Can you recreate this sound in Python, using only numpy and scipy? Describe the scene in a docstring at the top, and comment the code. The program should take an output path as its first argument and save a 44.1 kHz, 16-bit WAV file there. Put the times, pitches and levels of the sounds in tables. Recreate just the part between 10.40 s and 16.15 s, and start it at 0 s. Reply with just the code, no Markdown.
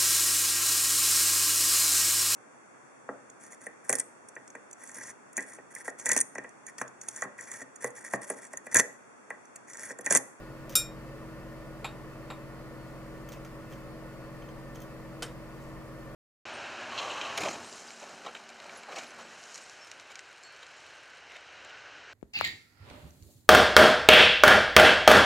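"""First the steady hum and air rush of a fan motor in a small, cluttered shop, then light finger ticks.
At the workbench, straight ahead of the stereo microphones, a steel retaining clip snaps free and rings;
a part knocks twice on a metal valve housing, skin rubs faintly, and a fitting clacks into its seat.
Blows are noise bursts with a short echo plus decaying modes; rubs and air are coloured noise;
the hum is a 120 Hz mains tone with sine orders of the fan shaft, spread over left and right."""
import sys
import numpy as np
from scipy import signal
from scipy.fft import rfft, irfft
from scipy.io import wavfile

SR = 44100
rng = np.random.default_rng(int(sys.argv[2]) if len(sys.argv) > 2 else 0)


def put_to_file(sound):
    """Save the sound as 16-bit audio at rate SR, in the file named by the first command-line argument."""
    columns = np.atleast_2d(sound).T  # one column per channel
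    safe = np.clip(columns, -1, 1)
    whole_steps = np.round(safe * 32767)
    wavfile.write(sys.argv[1], SR, whole_steps.astype(np.int16))


N = 253575  # length in samples
HIT_T = np.arange(SR // 2) / SR  # t/s since a blow
EARS = np.array([[.5], [-.5]])  # splits a left-minus-right difference over left and right

# Clip springing free and landing: t/s, level/dB, share that sets it ringing (0-1)
CLIP_HITS = [(0.3540, -17.5, 1), (0.3571, -24.5, 0), (0.3628, -27, 0.2)]
CLIP_MODES = [(1427, -37, .24), (2422, -33, .32), (2902, -46, .15), (3741, -27, .25), (4290, -45, .2),
              (4760, -38, .11), (5172, -37, .19), (5266, -29, .21), (5447, -26.5, .22), (6035, -39, .16),
              (7145, -29, .19), (7351, -37, .16), (7394, -21, .195), (7470, -37, .14), (8655, -27, .15),
              (8790, -37, .14), (9556, -27, .11), (9636, -22, .125), (9700, -17, .02), (10400, -39, .13),
              (10820, -40, .13), (11390, -41, .14), (12090, -32, .1), (12210, -33, .12), (12860, -32, .13),
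              (13440, -39, .11), (14010, -40, .12), (14160, -39, .12), (14909, -33, .145)]
SNAP_COLOUR = [(500, -8.5), (1000, -22.5), (1330, 2), (1800, -15), (3200, -11), (3750, 7), (4250, -8.5),
               (5400, 4), (6400, -3), (9600, 4), (10800, -6), (12200, 5.5), (15000, -7), (15500, -57)]
CLIP_SCATTER = .45  # how strongly reflections make the ringing swell and dip (0-1)

# Touches (KNOCK_HITS, CLACK_HITS, TICK_HITS), columns: t/s, level/dB, brightness/dB per octave,
# ring level/dB relative to the loudest contact, number of contacts, change/dB per contact
# Dull knocks of a part on the housing: columns as above
KNOCK_HITS = [(1.4446, -33.5, 0, 3, 3, -1.5), (1.9016, -38.5, -1.9, -0.5, 3, -1)]
# Spectrum of a knock: f/Hz, density/dB per Hz
KNOCK_COLOUR = [(200, -11), (600, -4.5), (950, 4), (1400, -4.5), (2000, -7), (2520, -0.5), (3080, -10.5),
                (3750, -5.5), (4700, -14), (6100, -31), (7500, -8.5), (9000, -29), (10900, -20.5),
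                (15000, -36)]
# Ringing modes of the housing: f/Hz, level/dB relative to the blow, T60/s
HOUSING_MODES = [(1025, -20, 0.33), (1350, -10.5, 0.17), (2330, -18, .13), (2454, -3, 0.073),
                 (2870, -25, 0.14), (3750, -10.5, 0.18), (4340, -24, 0.22)]
KNOCK_GAP_S, KNOCK_STRETCH = .0027, 2.1  # the part rocks: first gap between contacts, growth of the gaps

# Fitting scraping into its seat: columns as above
CLACK_HITS = [(4.823, -33, 1, 2, 4, -0.8)]
# Spectrum of the clack: f/Hz, density/dB per Hz
CLACK_COLOUR = [(200, -4), (480, 5), (950, -0.5), (1500, 5), (2200, -4), (3150, -1), (3800, -5.5),
                (5200, -5), (6000, -6.5), (8400, -8.5), (11000, -14), (14900, -26), (15500, -38)]
# Ringing modes of the fitting: f/Hz, level/dB relative to the blow, T60/s
FITTING_MODES = [(485, -7, 0.18), (3070, -8, 0.098), (3720, -23, 0.26), (4350, -19, .1), (4850, -17, 0.098),
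                 (5350, -13, 0.12), (8032, -22, .1), (8320, -14, 0.14), (9360, -19, 0.13)]
CLACK_GAP_S, CLACK_STRETCH = .0019, 1.65  # it catches ever more slowly as it tightens

# Light ticks of small parts between the fingers: columns as above
TICK_HITS = [(0.2946, -43.5, 0.5, -2, 3, -4), (0.3235, -46, -2, 0, 3, -2), (2.8885, -48, 2, 6, 1, 0),
             (2.9203, -43, -2, 0, 3, -3.5), (3.0489, -48, -1.5, -2, 1, 0), (3.3007, -57.5, -3, 2, 4, 3),
             (3.3345, -50, -3.5, -3, 1, 0), (4.0210, -53, -5.5, 4, 1, 0), (4.0872, -52.5, -5.5, 4, 1, 0),
             (4.3480, -54, -2, 3.5, 2, 7), (4.4025, -52, 1, 4, 1, 0), (4.4186, -48.5, 2, 5, 1, 0)]
# Spectrum of a tick: f/Hz, density/dB per Hz
TICK_COLOUR = [(800, -6.5), (2200, 0.5), (3150, -1.5), (4100, -6), (5200, -2), (6250, 1.5), (7600, -6),
               (9000, -8), (11500, -11), (14000, -6), (14900, 2), (15500, -14)]
# Ringing modes of the small parts: f/Hz, level/dB relative to the blow, T60/s
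TICK_MODES = [(3125, -11.5, 0.081), (3380, -12.5, 0.044), (6280, -6, 0.031), (14850, -18, .04)]
TICK_GAP_S, TICK_STRETCH = .008, .97  # a part slips under a fingertip: first gap, change of the gaps

# Fingertips sliding over metal: middle t/s, length/s, level/dB
RUB_STROKES = [(2.50, .25, -72), (2.74, .2, -73), (3.39, .08, -68), (5.23, .2, -66.5)]
# Spectrum of the rubbing: f/Hz, density/dB per Hz
RUB_COLOUR = [(1500, -13), (4000, -5), (7500, 0), (11000, -15), (15000, -6)]

# Echo decay of the shop: f/Hz, T60/s
SHOP_T60 = [(400, 0.26), (1500, 0.26), (4000, 0.21), (8000, 0.18), (15000, 0.18)]

FAN_HZ, MAINS_HZ = 45.67, 120  # shaft rate, mains hum
# Shaft orders of the fan: multiple of the shaft rate, level/dB rms, left minus right/dB, left lead/rad
FAN_ORDERS = [(1, -56.5, -4.5, -0.42), (3, -51.5, -2, 0.2), (4, -59, -4, 0.43), (5, -58.5, -1.5, 0.36),
              (7, -53, 5.5, 0.34)]
# Spectrum of the fan's air, before its peaks: f/Hz, density/dB per Hz
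AIR_COLOUR = [(15, -4.5), (30, 2.5), (65, -4.5), (130, -3), (400, -4.5), (570, -3.5), (820, -11.5),
              (1150, -7), (1600, -16.5), (1900, -14.5), (2500, -21.5), (3700, -29), (8000, -31.5),
              (15000, -35.5)]
AIR_DB = -46.5  # rms level over both channels
# Narrow resonances in the air, a negative rise being a dip: f/Hz, width/Hz, rise/dB
AIR_PEAKS = [(568, 75, 5), (1225, 33, -2.5), (1449, 6.9, 15), (1796, 50, 9), (2056, 40, 0.5),
             (2623, 12, 14), (2965, 16, 7.5), (4340, 16, 15), (4910, 510, 4)]
# Likeness of the air at the left and right microphone: f/Hz, likeness (0-1)
AIR_SAME = [(60, 0.75), (130, 1), (290, 0.55), (520, 1), (700, 0.95), (860, 0.93), (1050, 0.95),
            (1700, 0.72), (2100, 0.62), (2700, 0.58), (3400, 0.079), (15000, .15)]
# Phase by which the left channel leads in the air: f/Hz, lead/rad
AIR_LEAD = [(45, 0.026), (130, 0.69), (340, 0.61), (520, -0.013), (750, 1.2), (1100, 0.48), (1600, 1.07),
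            (2000, 0.61), (2700, 1.8), (6000, 1.1)]
# Balance of the air: f/Hz, left minus right/dB
AIR_PAN = [(60, 2.5), (110, -1), (200, 0), (380, 0.5), (700, -0.5), (1290, 1.5), (2380, 0.5), (4400, -1),
           (8120, 0.0), (15000, 0.5)]
EDGE_HZ = 15600  # upper band limit of the recorder


def clip_snap():
    """The spring clip lets go with a bright crack, rebounds and rings."""
    out = np.zeros(N)
    for s, db, share in CLIP_HITS:
        add(out, s, amp(db) * crack(SNAP_COLOUR, 0, t60=0.05, room_db=-10))
        add(out, s, share * ring(CLIP_MODES, CLIP_SCATTER))
    return out


def knocks():
    """A part rocks on the valve housing: dull contacts at widening gaps, and the housing rings."""
    return contacts(KNOCK_HITS, KNOCK_COLOUR, HOUSING_MODES, KNOCK_GAP_S, KNOCK_STRETCH,
                    t60=0.062, room_db=-10)


def clack():
    """A fitting catches in its seat ever more slowly, and each catch strikes it."""
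    return contacts(CLACK_HITS, CLACK_COLOUR, FITTING_MODES, CLACK_GAP_S, CLACK_STRETCH,
                    t60=0.036, room_db=-11.5)


def ticks():
    """Small parts slip under the fingertips and catch at nearly even intervals."""
    return contacts(TICK_HITS, TICK_COLOUR, TICK_MODES, TICK_GAP_S, TICK_STRETCH,
                    t60=0.027, room_db=-10.5)


def contacts(rows, colour, modes, gap_s, stretch, t60, room_db):
    """Touches on a hand-damped part: every contact cracks, and the loudest one sets it ringing."""
    out = np.zeros(N)
    for s, db, tilt_db, ring_db, count, step_db in rows:
        delays, changes = chatter(count, step_db, gap_s, stretch)
        for delay, change in zip(delays, changes):
            add(out, s + delay, amp(db + change) * crack(colour, tilt_db, t60, room_db))
        loudest = changes.argmax()
        ringing = ring(tilted(modes, tilt_db), scatter=0.52)
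        add(out, s + delays[loudest], amp(db + changes[loudest] + ring_db) * ringing)
    return out


def chatter(count, step_db, gap_s, stretch):
    """One touch breaks into contacts: their delays, gaps scaled by stretch, and steady level steps."""
    k = np.arange(round(count))
    gaps = gap_s * stretch ** k
    return np.cumsum(gaps) - gaps, step_db * k


def crack(colour, tilt_db, t60, room_db):
    """Dense, quickly dying vibration of a struck part, followed by the shop's short echo."""
    near, far = rng.choice([-1, 1], (2, len(HIT_T)))
    # the echo dies at its own rate in each frequency band
    f, t, bands = signal.stft(far, SR, nperseg=256)
    bands = bands * amp(-60 * t / read(SHOP_T60, f)[:, None])
    echo = signal.istft(bands, SR, nperseg=256)[1][:len(HIT_T)]
    echo = amp(room_db) * echo * (1 - np.exp(-HIT_T / 0.0042))  # builds up after the direct sound
    burst = near * amp(-60 * HIT_T / t60) + echo
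    hz = np.fft.rfftfreq(len(HIT_T), 1 / SR)
    gain_db = read(colour, hz) + tilt_db * np.log2(np.maximum(hz, 400) / 3000)  # no tilt below 400 Hz
    mean_power_db = 10 * np.log10(np.mean(amp(gain_db) ** 2))
    return coloured(burst, gain_db - mean_power_db)


def ring(modes, scatter, scatter_hz=35):
    """A blow starts all modes in step; reflections arriving later make each swell and dip."""
    out = np.zeros(len(HIT_T))
    slow = np.exp(-(np.fft.fftfreq(len(HIT_T), 1 / SR) / scatter_hz) ** 2)
    for hz, db, t60 in modes:
        random_phases = np.exp(2j * np.pi * rng.random(len(HIT_T)))
        echoes = evened(np.fft.ifft(random_phases * slow))
        decay = amp(db - 60 * HIT_T / t60)
        swelling = decay * (1 + scatter * echoes * (1 - np.exp(-HIT_T / 0.013)))
        # swells move energy in time but add none
        swelling = swelling * np.linalg.norm(decay) / np.linalg.norm(swelling)
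        out += (swelling * np.exp(2j * np.pi * hz * HIT_T)).imag
    return out * (1 - np.exp(-HIT_T / 0.0011))  # soft onset


def tilted(modes, tilt_db):
    """A brighter blow shifts the same energy towards the higher modes."""
    hz, db, t60 = np.transpose(modes)
    shifted = db + tilt_db * np.log2(hz)
    level_db = 20 * np.log10(np.linalg.norm(amp(db)) / np.linalg.norm(amp(shifted)))
    return zip(hz, shifted + level_db, t60)


def rubs(grain_db=3):
    """Skin slides on metal: a faint, grainy hiss that swells and fades with each stroke."""
    t, hz = np.arange(N) / SR, np.fft.rfftfreq(N, 1 / SR)
    grainy = rng.standard_normal(N) * amp(grain_db * drift(90))
    hiss = evened(coloured(grainy, read(RUB_COLOUR, hz)))
    strokes = sum(amp(db) * np.exp(-(2 * (t - s) / length) ** 2) for s, length, db in RUB_STROKES)
    return hiss * strokes


def hum(waver_db=0.2, wander=0.00058, mains_db=-56.5, mains_pan_db=4.0):
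    """The fan shaft, slightly wandering in speed, sounds at its multiples beside the mains tone."""
    t = np.arange(N) / SR
    turns = np.cumsum(FAN_HZ * (1 + wander * drift(1))) / SR
    out = amp(mains_db + EARS * mains_pan_db) * np.sin(2 * np.pi * (MAINS_HZ * t + rng.random()))
    for order, db, pan_db, lead in FAN_ORDERS:
        phase = 2 * np.pi * (round(order) * turns + rng.random())
        level = amp(db + EARS * pan_db + waver_db * drift(5.9))
        out += level * np.sin(phase + EARS * lead)
    return np.sqrt(2) * out  # rms levels to sine peaks


def air():
    """Moving air makes a steady noise with narrow resonances, partly alike at the two microphones."""
    hz = np.fft.rfftfreq(N, 1 / SR)
    peaks_db = sum(db / (1 + (2 * (hz - f) / width) ** 2) for f, width, db in AIR_PEAKS)
    gain_db = read(AIR_COLOUR, hz) + peaks_db
    left, other = rfft(rng.standard_normal((2, N)))
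    same = np.clip(read(AIR_SAME, hz), -1, 1)
    right = same * left + np.sqrt(1 - same ** 2) * other
    right = right * np.exp(-1j * read(AIR_LEAD, hz))
    spectra = np.array([left, right]) * amp(gain_db + EARS * read(AIR_PAN, hz))
    return amp(AIR_DB) * evened(irfft(spectra, N))


def coloured(x, gain_db):
    """Minimum-phase filter with the given gain per bin, so that nothing sounds before a blow."""
    log_gain = np.log(amp(np.concatenate([gain_db, gain_db[-2:0:-1]])))
    response = np.exp(np.conj(signal.hilbert(log_gain)))[:len(gain_db)]
    return irfft(rfft(x) * response, x.shape[-1])


def drift(hz):
    """Random fluctuation of rms 1, up to about hz."""
    f = np.fft.rfftfreq(N, 1 / SR)
    return evened(irfft(rfft(rng.standard_normal(N)) * np.exp(-(f / hz) ** 2), N))


def add(mix, s, sound):
    """Mixes a sound in at time s in seconds."""
    part = mix[round(s * SR):][:len(sound)]
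    part += sound[:len(part)]


def read(points, hz):
    """Reads a table's second column at hz, interpolating on a log-frequency axis."""
    f, value = np.transpose(points)
    return np.interp(np.log(hz + 1), np.log(f + 1), value)


def evened(x):
    """Scales to rms 1."""
    return x / np.sqrt(np.mean(np.abs(x) ** 2) + 1e-20)


def amp(db):
    """Decibels to gain."""
    return 10 ** (np.asarray(db) / 20)


def scene():
    """Handling reaches both microphones alike, from straight ahead; hum and air differ left and right."""
    handling = clip_snap() + knocks() + clack() + ticks() + rubs()
    return handling + hum() + air()


def record(dry):
    """The recorder's band limit: a steep low-pass on both channels."""
    low_pass = signal.firwin(301, EDGE_HZ, window=("kaiser", 9), fs=SR)
    return signal.oaconvolve(dry, low_pass[None], "same")


dry = scene()
out = record(dry)
put_to_file(out)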